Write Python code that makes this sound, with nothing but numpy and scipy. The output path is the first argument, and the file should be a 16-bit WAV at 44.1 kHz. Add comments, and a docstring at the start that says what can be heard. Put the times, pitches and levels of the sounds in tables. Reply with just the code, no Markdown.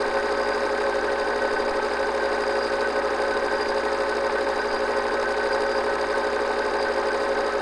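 """In a quiet room, a small-gauge film projector runs steadily close by.
Its induction motor buzzes and throbs as the rotor slips behind the mains: steady tones, noise knocks and hiss.
The rotor bars add a beating whine, made of noise ringing in a case resonance.
The claw clatters at every frame and the shutter shaft drones; the take-up reel rubs once a turn.
Fan noise, mains hum and soft low bumps lie underneath, and one thin tick is heard."""
import sys
import numpy as np
from scipy import signal
from scipy.fft import rfft, irfft, next_fast_len
from scipy.io import wavfile

SR = 44100
rng = np.random.default_rng(int(sys.argv[2]) if len(sys.argv) > 2 else 0)


def pcm_store(signal):
    """Save signal as 16-bit PCM."""
    levels = np.round(np.clip(np.atleast_2d(signal), -1, 1) * 32767)
    wavfile.write(sys.argv[1], SR, levels.astype(np.int16).T)


N = 335601
TIME = np.arange(N) / SR  # seconds


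def from_db(db):
    """Turn decibels into gain."""
    return 10 ** (np.asarray(db) / 20)


def rms_one(x):
    """Scale a sound to an rms level of 1."""
    return x / np.sqrt(np.mean(x ** 2) + 1e-20)


def drift(rate):
    """Random wandering with rms 1; a higher rate (Hz) wanders faster."""
    step = 40  # samples between the points of the wandering line
    r = np.exp(-2 * np.pi * rate * step / SR)
    noise = rng.standard_normal(N // step + 2002)
    slow = signal.lfilter([1], [1, -2 * r, r * r], noise)[2000:]  # skip the filter's start
    return np.interp(np.arange(N) / step, np.arange(len(slow)), rms_one(slow))


def wave(turns):
    """A cosine that peaks at each full turn."""
    return np.cos(2 * np.pi * turns)


def turning(part, wander):
    """Turns made by a part whose angle wanders a little (wander in turns)."""
    rate, start = part
    return rate * (TIME - start) + wander * drift(1.8)


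def surface(turns, fresh):
    """Roughness that comes round with every turn, plus a share that is always new."""
    size = round(N / (turns[-1] - turns[0]))  # samples in an average turn
    one_turn = rng.standard_normal(size)
    place = (turns * size).astype(int) % size
    return one_turn[place] + fresh * rng.standard_normal(N)


def burst(turns, rate, decay, rise=0.00098):
    """An envelope that swells at each full turn and dies away (decay and rise in seconds)."""
    age = (turns % 1) / rate
    return np.exp(-age / decay) * (1 - np.exp(-age / rise))


def band(x, hz, width):
    """Ring of one resonant part, at hz with a width in Hz; rms 1."""
    edges = np.clip([hz - width / 2, hz + width / 2], 50, SR * .45)
    return rms_one(signal.sosfilt(signal.butter(2, edges, "band", fs=SR, output="sos"), x))


def lift_db(hz, modes):
    """How much a set of resonances raises or lowers each frequency, in dB."""
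    return sum(lift / (1 + (2 * (hz - centre) / width) ** 2) for centre, width, lift in modes)


def colour(x, spectrum, modes=()):
    """Shape a sound by a broad spectrum and the resonances on it; rms 1."""
    size = next_fast_len(N)
    hz = np.maximum(np.fft.rfftfreq(size, 1 / SR), 1)
    points, levels = np.transpose(spectrum)
    db = np.interp(np.log(hz), np.log(points), levels) + lift_db(hz, modes)
    return rms_one(irfft(rfft(x, size) * from_db(db), size)[:N])


# Resonances of the case. Each row: frequency in Hz, width in Hz, lift in dB (negative: a dip).
CASE_MODES = [(156, 10, 2), (552, 45, 10), (642, 81, -13.5), (978, 36, -20.5), (1045, 66, 6.5),
              (1294, 15, 12), (1368, 65, -14), (1511, 29, 10), (1901.4, 29.6, 12), (3080, 53, 6.5),
              (3750, 940, 5.5), (4808, 230, 12.5), (5180, 105, 9.5), (6710, 150, 10), (7750, 130, 5.5),
              (8240, 120, 11), (9330, 120, 9)]
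# Resonance of the motor on its mount. Each row: frequency in Hz, width in Hz, lift in dB.
MOUNT_MODES = [(413.7, 43.5, 10)]


def case_tone(turns, hz, db, smear=.6):
    """One motor tone as mount and case pass it on, each frequency with its own gain and delay."""
    panels, body = (505, 549), 480  # Hz
    flip = sum(hz > panel for panel in panels) / 2  # above its resonance each panel moves against the force
    dispersion = smear * (2 * (hz - body) / body) ** 2  # in turns
    gain = from_db(db + lift_db(hz, CASE_MODES + MOUNT_MODES))
    return np.sqrt(2) * gain * wave(turns - flip - dispersion)


# The magnetic pull. It holds: turns per second, moment of a full turn in seconds.
PULL = (120.009, .0062)
# Speed of the rotor. Each row: time in seconds, turns per second.
ROTOR_SPEED = [(0.0, 53.777), (1.8, 53.763), (2.6, 53.802), (3.4, 53.748), (4.4, 53.779), (5.8, 53.782),
               (6.6, 53.792), (7.6, 53.773)]
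# Magnetic buzz. Each row: multiple of the pull rate, level in dB rms before mount and case.
BUZZ = [(2, -45), (3, -41), (4, -43.5), (5, -35), (6, -44.5), (7, -56.5)]
# Combs of side tones, one pull rate apart (low multiples: off-centre running, high: the rotor bars).
# Each row: multiple of the rotor rate, strongest frequency in Hz,
# level there in dB rms before wavering, mount and case, fall to either side in dB per octave.
COMBS = [(-3, 550, -61, 13), (-2, 1100, -57.5, 14.5), (-1, 520, -38.5, 19.5), (1, 466, -38, 23.5),
         (2, 530, -45.5, 18), (3, 881, -44.5, 47), (8, 430, -53, 30), (15, 1887, -63.5, 27),
         (16, 690, -51, 20), (17, 880, -44, 13.5), (18, 950, -46.5, 52), (19, 1022, -50, 28)]


def motor_tones(pull, rotor, waver_db=0.4):
    """The rotor splits the magnetic buzz into combs of side tones, which beat with each other."""
    lowest_hz, highest_hz = 250, 1950
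    pull_hz = PULL[0]
    rotor_hz = np.mean(ROTOR_SPEED, axis=0)[1]
    out = sum(case_tone(k * pull, k * pull_hz, db) for k, db in BUZZ)
    for m, centre_hz, db, fall_db in COMBS:
        first = np.ceil((lowest_hz - m * rotor_hz) / pull_hz)
        last = np.ceil((highest_hz - m * rotor_hz) / pull_hz)
        comb = 0
        for k in np.arange(first, last):
            hz = k * pull_hz + m * rotor_hz
            tone_db = db - fall_db * abs(np.log2(hz / centre_hz))
            comb = comb + case_tone(k * pull + m * rotor, hz, tone_db)
        out = out + from_db(waver_db * drift(4.6)) * comb
    return out


# Tone colour of the rattle before the case. Each row: frequency in Hz, relative level in dB.
RATTLE = [(50, -53), (150, -38), (215, -22), (290, -5), (420, -6.5), (600, -1), (800, 0), (920, 0.5),
          (1000, -4.5), (1200, -9), (1450, -5), (1750, -7), (2000, -18.5), (2700, -26), (15000, -78)]


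def rattle(pull, rotor, level_db=-29.5, rotor_db=0.5, decay=0.012, lead=.15):
    """Each magnetic pull knocks the rotor in its bearings, harder as its high spot passes."""
    force = from_db(rotor_db * (wave(pull - rotor - 1 / 3) + wave(rotor + 1 / 3) / 2))
    # lead: the share of a turn by which each knock comes early
    knocks = force * burst(pull + lead, PULL[0], decay) * surface(rotor, fresh=2.1)
    return from_db(level_db) * colour(knocks, RATTLE, CASE_MODES)


# Tone colour of the bearing hiss before the case. Each row: frequency in Hz, relative level in dB.
CHAFE = [(1200, -12.5), (2200, 0.5), (2700, 2), (3300, -15), (3700, -0.5), (4900, -1.5), (5700, -10.5),
         (7200, -13), (9400, -10.5), (10200, -20.5), (12500, -28.5), (15000, -44)]


def chafe(pull, rotor, level_db=-42.0, rotor_db=1.95, beat_db=2.1, slip_db=1.5, pull_db=-1.6, grain_db=2.5):
    """The bearings hiss in spurts as the rotor's high spot meets the magnetic pull."""
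    pressure_db = rotor_db * wave(rotor) + pull_db * wave(pull)
    pressure_db += beat_db * wave(pull - rotor) + slip_db * wave(pull - 2 * rotor)
    friction = from_db(pressure_db + grain_db * drift(133)) * surface(rotor, fresh=1.8)
    return from_db(level_db) * colour(friction, CHAFE, CASE_MODES)


def whine(pull, rotor, level_db=-38.5, hz=1550, width=70, bead_db=4.5, slip_db=4.5):
    """A case resonance sings in beads as the rotor bars beat with the buzz, and flutters as the rotor slips."""
    bar_beat = 18 * rotor - 8 * pull
    grip_db = bead_db * wave(bar_beat) - slip_db * wave(pull - 2 * rotor)
    grip = from_db(grip_db) * (1 + wave(pull - rotor) / 2)
    return from_db(level_db) * band(grip * surface(rotor, fresh=1.0), hz, width)


# The frame-by-frame turning. It holds: turns per second, moment of a full turn in seconds.
FRAME = (17.2015, 0)
# Contacts of claw and cam in each frame. 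Each row: share of the turn, frequency in Hz, width in Hz,
# level in dB rms, decay in seconds (before the ring of the part).
CONTACTS = [(0.018, 2530, 453, -59.5, 0.0043), (.365, 6600, 1580, -64.5, 0.0053),
            (0.394, 6055, 420, -57.5, 0.0021), (.40, 1135, 420, -43, 0.0096),
            (0.404, 2050, 627, -48.5, 0.0076), (.85, 2800, 497, -60.5, 0.0027),
            (.86, 4070, 1210, -56, 0.019), (0.893, 2190, 440, -47, 0.0076), (.90, 914, 537, -40.5, 0.0076)]


def claw(frame, uneven_db=0.56):
    """The same contacts come round at every frame, partly alike and partly new, with wandering force."""
    out = np.zeros(N)
    for share, hz, width, db, decay in CONTACTS:
        contact = burst(frame - share, FRAME[0], decay) * surface(frame, fresh=0.21)
        force = from_db(uneven_db * drift(8))
        out += from_db(db) * band(force * contact, hz, width)
    return out


# Drone of the shutter shaft. 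Each row: multiple of the frame rate, level in dB rms.
SHAFT_TONES = [(26, -45.5), (28, -63), (29, -51), (32, -51), (33, -55), (45, -51), (50, -54), (74, -50)]


def shaft(frame, load_at=.55):
    """The cam loads the shutter shaft once a turn and sets the frame droning."""
    # all tones peak together at load_at, a share of the turn
    return np.sqrt(2) * sum(from_db(db) * wave(k * (frame - load_at)) for k, db in SHAFT_TONES)


# Mains hum. Each row: frequency in Hz, level in dB rms.
HUM = [(60, -49.5), (120, -69.5), (180, -66)]
# Tone colour of the fan air before the case. Each row: frequency in Hz, relative level in dB.
FAN = [(20, -1), (45, -19), (100, -14.5), (200, -14.5), (280, -2), (900, -1.5), (1800, -14.5), (2300, -18),
       (5000, -28), (10000, -47), (16000, -59)]


def background(fan_db=-36.5):
    """Smooth air from the lamp fan is shaped noise; mains hum is a few steady tones."""
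    hum = np.sqrt(2) * sum(from_db(db) * wave(hz * TIME) for hz, db in HUM)
    return hum + from_db(fan_db) * colour(rng.standard_normal(N), FAN, CASE_MODES)


# Soft low bumps. Each row: start in seconds, level in dB before the overall trim and the swing back.
BUMPS = [(0.08, -34), (0.253, -41), (1.531, -34.5), (1.709, -33), (2.024, -40), (3.686, -37), (4.731, -37),
         (5.544, -40)]


def bumps(level_db=-0.5, decay=0.013, recover_hz=2.8):
    """Soft bumps in the deep bass, each a push and a slow swing back."""
    out = np.zeros(N)
    for start, db in BUMPS:
        age = np.maximum(TIME - start, 0) / decay
        out += from_db(db + level_db) * age * np.exp(1 - age)
    # the high-pass filter makes the swing back
    return signal.sosfilt(signal.butter(1, recover_hz, "high", fs=SR, output="sos"), out)


# How hard the reel rubs. Each row: time in seconds, level in dB before the rise and fall of each rub.
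RUB_LEVEL = [(0, -38.5), (1.6, -40.5), (4.7, -34.5), (7.6, -40.5)]
# A stray touch of the film on the flange. It holds: middle in seconds, level in dB, half length in seconds.
STRAY_TOUCH = (5.528, -43, .028)
# Tone colour of the rub. Each row: frequency in Hz, relative level in dB.
REEL_RUB = [(100, -62), (3000, -32), (4500, -23), (4740, -4), (4820, 6.5), (4930, -6), (5300, -20),
            (7000, -35), (15000, -72)]


def reel(grain_db=5.0):
    """The flange brushes the film once a turn with a thin ringing hiss, pressing slowly, letting go quickly."""
    turn_s, first_rub_s = 1.046, .552
    rise_s, fall_s = 0.1, 0.031
    since = (TIME - first_rub_s) % turn_s
    pressure = np.exp(-since / fall_s) + np.exp((since - turn_s) / rise_s)
    rubs = from_db(np.interp(TIME, *np.transpose(RUB_LEVEL))) * pressure
    middle, db, length = STRAY_TOUCH
    stray = from_db(db) * np.exp(-((TIME - middle) / length) ** 2)
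    grain = from_db(grain_db * drift(60)) * rng.standard_normal(N)
    return (rubs + stray) * colour(grain, REEL_RUB)


# One thin tick. It holds: start in seconds, level in dB before its top is softened.
TICK = (4.492, -45)


def tick(decay=.0006, top_hz=11000):
    """A tiny bright snap: noise that dies away at once, its top softened by a low-pass filter."""
    start, db = TICK
    envelope = (TIME > start) * np.exp(-abs(TIME - start) / decay)
    snap = from_db(db) * envelope * rng.standard_normal(N)
    return signal.sosfilt(signal.butter(1, top_hz, fs=SR, output="sos"), snap)


def scene():
    """All parts turn together in one case."""
    pull, frame = turning(PULL, wander=0.0012), turning(FRAME, wander=.0015)
    rotor_speed = np.interp(TIME, *np.transpose(ROTOR_SPEED))
    # adding up the speed gives turns, from a starting angle and with a little wander
    rotor = -.345 + np.cumsum(rotor_speed) / SR + .003 * drift(2.7)
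    motor = motor_tones(pull, rotor) + rattle(pull, rotor) + chafe(pull, rotor) + whine(pull, rotor)
    transport = claw(frame) + shaft(frame) + reel() + tick()
    return (motor + transport + background() + bumps())[None]


def record(dry):
    """The sound fades in over 4 ms and a steep low-pass filter cuts the top."""
    cutoff_hz = 15800
    opening = np.minimum(TIME / .004, 1)
    return signal.sosfilt(signal.ellip(10, .1, 90, cutoff_hz, fs=SR, output="sos"), dry * opening)


dry = scene()
out = record(dry)
pcm_store(out)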